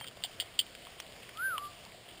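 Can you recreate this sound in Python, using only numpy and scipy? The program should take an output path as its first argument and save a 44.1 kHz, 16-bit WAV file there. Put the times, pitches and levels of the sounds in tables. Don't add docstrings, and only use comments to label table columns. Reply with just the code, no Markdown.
import sys
import numpy as np
from scipy import signal
from scipy.fft import rfft, irfft
from scipy.io import wavfile
from scipy.ndimage import uniform_filter1d

SR = 44100
rng = np.random.default_rng(int(sys.argv[2]) if len(sys.argv) > 2 else 0)


def unload_wav(signal):
    wavfile.write(
        sys.argv[1],
        SR,
        np.round(np.clip(np.atleast_2d(signal).T, -1, 1) * 32767).astype(np.int16),
    )


N = 97020


def near_drops():
    # start_s, strike_peak_db, spray_t60_s, tap_hz, tap_width_hz, tap_peak_db
    impacts = [(.003, -38, 0.009, 4700, 900, -38.5), (.0106, -58, .012, 2040, 600, -34),
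               (.0115, -41, .01, 960, 352, -37.5), (.0432, -37, .03, 2100, 895, -35.5),
               (.046, -47, .01, 1320, 500, -41), (.068, -37, .009, 4700, 900, -37),
               (.0755, -38.5, 0.041, 3300, 400, -39.5), (.083, -36, 0.029, 4670, 900, -38),
               (.112, -45, .008, 1290, 500, -48.5), (.172, -42, .01, 580, 302, -44.5),
               (.2234, -46, .023, 2880, 500, -44), (.2305, -56, .011, 3170, 500, -50),
               (.238, -23.5, 0.081, 3430, 610, -24), (.2385, -47, .02, 2220, 700, -42),
               (.2455, -47, .02, 730, 170, -38.5), (.2487, -33.5, .036, 3300, 600, -36),
               (.2515, -40, 0.078, 3380, 450, -35), (.4002, -24, 0.095, 3100, 690, -24),
               (.4003, -37, .03, 2190, 1200, -31.5), (.4057, -26.5, 0.066, 2900, 600, -28),
               (.4115, -40, .03, 3250, 500, -33), (.4235, -45, .03, 3220, 400, -38),
               (.5899, -25, 0.015, 4400, 700, -22), (.591, -36, 0.029, 4600, 380, -22),
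               (.5916, -37, 0.024, 3050, 377, -13), (.5945, -20.5, 0.02, 3300, 450, -20.5),
               (.5985, -32.5, 0.07, 4600, 500, -25), (.6, -30, .04, 3070, 350, -22.5),
               (.6105, -37.5, 0.11, 3080, 280, -34), (.615, -44, .04, 3260, 350, -40.5),
               (.7509, -37, .032, 2650, 700, -36.5), (.7512, -56, .01, 1530, 600, -45),
               (.8515, -44, .01, 3300, 900, -42), (.8694, -42, 0.011, 1070, 450, -42),
               (1.0008, -36, .041, 1780, 900, -35), (1.0012, -56, .015, 900, 700, -40.5),
               (1.0015, -40, 0.017, 5620, 500, -33.5), (1.0018, -47, .015, 2580, 900, -35),
               (1.0246, -45, 0.025, 3000, 700, -51), (1.1228, -47, .011, 3530, 900, -44),
               (1.2326, -50, .014, 2800, 700, -39), (1.292, -48, .041, 1830, 900, -37.5),
               (1.3728, -41, .04, 3140, 800, -40), (1.5804, -49, .019, 1152, 220, -27),
               (1.5805, -35.5, 0.021, 3040, 560, -26.5), (1.5804, -55, .017, 2250, 1800, -28.5),
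               (1.851, -54, .02, 4500, 900, -38), (1.861, -52, .01, 920, 350, -47),
               (1.921, -59, 0.022, 2070, 605, -42), (1.945, -57, .01, 680, 200, -44.5)]
    spray_db, tremble_db, tremble_t60_s = -20.5, -26, 0.03
    t = np.arange(8192) / SR
    impulse = 1. * (t == 0)
    droplets = level(clicks(per_s=4200, spread_db=-1), spray_db)
    tremble = rng.standard_normal((len(impacts), len(t))) * amp(tremble_db - 60 * t / tremble_t60_s)
    strike = splash(impulse)
    out = np.zeros(N + len(t))
    for k, (start_s, strike_db, spray_t60_s, tap_hz, tap_width_hz, tap_db) in enumerate(impacts):
        spray = droplets[k * 1700:][:len(t)] * amp(-60 * t / spray_t60_s)
        burst = (strike + splash(spray)) / np.abs(strike).max()
        tap = ring(impulse + tremble[k], tap_hz, tap_width_hz)
        i = int(start_s * SR)
        out[i:i + len(t)] += amp(strike_db) * burst + amp(tap_db) * tap / np.abs(tap).max()
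    return out[:N]


def splash(force):
    # centre_hz, width_hz, gain_db
    modes = [(3150, 606, 1), (4700, 730, -7), (2100, 770, -13.5)]
    return sum((-1) ** k * amp(db) * ring(force, hz, width) for k, (hz, width, db) in enumerate(modes))


def bird():
    # time_s, pitch_hz, rms_db
    whistle = [(1.34, 1150, -72), (1.37, 1237, -52), (1.398, 1371, -37.5), (1.436, 1537, -34),
               (1.46, 1571, -30.5), (1.488, 1553, -34.5), (1.503, 1489, -37), (1.53, 1346, -35),
               (1.553, 1245, -36), (1.566, 1183, -42), (1.6, 1159, -45.5), (1.645, 1185, -40.5),
               (1.675, 1170, -44), (1.698, 1199, -60.5), (1.74, 1160, -79)]
    # time_s, pitch_hz, rms_db
    peep = [(.011, 3150, -57), (.015, 3165, -44.5), (.048, 3170, -53.5), (.062, 3230, -50),
            (.066, 3220, -72)]
    waver_depth, octave_db = 0.0016, -36
    t = np.arange(N) / SR
    song = 0
    for call in (whistle, peep):
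        time_s, pitch_hz, rms_db = np.array(call).T
        glide_hz = uniform_filter1d(np.interp(t, time_s, pitch_hz), 400)
        phase = 2 * np.pi * np.cumsum(glide_hz * (1 + waver_depth * wander(rate_hz=59.8))) / SR
        envelope = uniform_filter1d(amp(np.interp(t, time_s, rms_db, -120, -120)), 400)
        song += np.sqrt(2) * envelope * (np.sin(phase) + amp(octave_db) * np.sin(2 * phase))
    return song


def tree_echo(song, gain_db=-21, t60_s=0.24, delay_s=0.032):
    t = np.arange(N) / SR
    tail = rng.standard_normal(N) * amp(-60 * t / t60_s) * (t > delay_s)
    return signal.fftconvolve(song, level(tail, gain_db) / np.sqrt(N))[:N]


def patter(puff_decay_s=0.004):
    hits = np.abs(clicks(per_s=760, spread_db=4))
    puffs = signal.lfilter([1], [1, -np.exp(-1 / (puff_decay_s * SR))], hits)
    leaves = ring(puffs * rng.standard_normal(N), hz=3050, width_hz=980)
    soil = ring(clicks(per_s=40, spread_db=4), hz=649, width_hz=360)
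    return level(leaves, db=-60) + level(soil, db=-68.5)


def far_rain(swell_db=0.47, flicker_db=1.5):
    # frequency_hz, relative_density_db
    density = [(12, -62), (24, -4), (45, -1.5), (132, -3), (311, -6), (593, -2.5), (637, -4), (700, -0.5),
               (848, -10.5), (1100, -8.5), (1210, -10), (1430, -10.5), (2150, -7.5), (2480, -10),
               (3080, -8.5), (4000, -13.5), (4730, -9.5), (6000, -18.5), (7800, -60), (13200, -120)]
    hz, db = np.array(density).T
    bin_hz = np.fft.rfftfreq(N, 1 / SR) + 1
    spectrum = rfft(rng.standard_normal(N)) * amp(np.interp(np.log(bin_hz), np.log(hz), db))
    swell = swell_db * wander(rate_hz=1.0)
    hiss = 0
    for centre_log2_hz in np.arange(4, 13, .5):
        band = np.cos(np.pi / 2 * np.clip((np.log2(bin_hz) - centre_log2_hz) * 2, -1, 1)) ** 2
        hiss += irfft(spectrum * band, N) * amp(swell + flicker_db * wander(rate_hz=11.7))
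    return level(hiss, db=-53)


def hum(pitch_hz=117.2, rms_db=-71, waver_db=0.5):
    t = np.arange(N) / SR
    envelope = amp(rms_db - waver_db * wander(rate_hz=9.93))
    return np.sqrt(2) * envelope * np.sin(2 * np.pi * pitch_hz * t)


def ring(x, hz, width_hz):
    b, a = signal.iirpeak(hz, hz / width_hz, fs=SR)
    return signal.lfilter(b, a, signal.lfilter(b, a, x))


def clicks(per_s, spread_db):
    chance, polarity, size = rng.random((3, N))
    return (chance < per_s / SR) * np.sign(polarity - .5) * amp(-spread_db * np.log(1 - size))


def wander(rate_hz):
    hold = int(SR / rate_hz)
    steps = np.repeat(rng.standard_normal(N // hold + 1), hold)
    drift = uniform_filter1d(uniform_filter1d(steps, hold), hold)[:N]
    return drift / drift.std()


def amp(db):
    return 10 ** (np.asarray(db) / 20)


def level(x, db):
    return x * amp(db) / np.sqrt(np.mean(x ** 2))


def scene():
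    song = bird()
    return (song + tree_echo(song) + hum() + near_drops() + patter() + far_rain())[None]


def record(dry, cutoff_hz=15400):
    slow = signal.resample_poly(dry, 40, 147, axis=1)
    stairs = np.repeat(slow, 4, axis=1)
    held = signal.resample_poly(stairs, 147, 160, axis=1)[:, 2:]
    held = np.pad(held, ((0, 0), (0, 8)))[:, :N]
    return signal.sosfilt(signal.cheby1(10, .5, cutoff_hz, fs=SR, output="sos"), held)


dry = scene()
out = record(dry)
unload_wav(out)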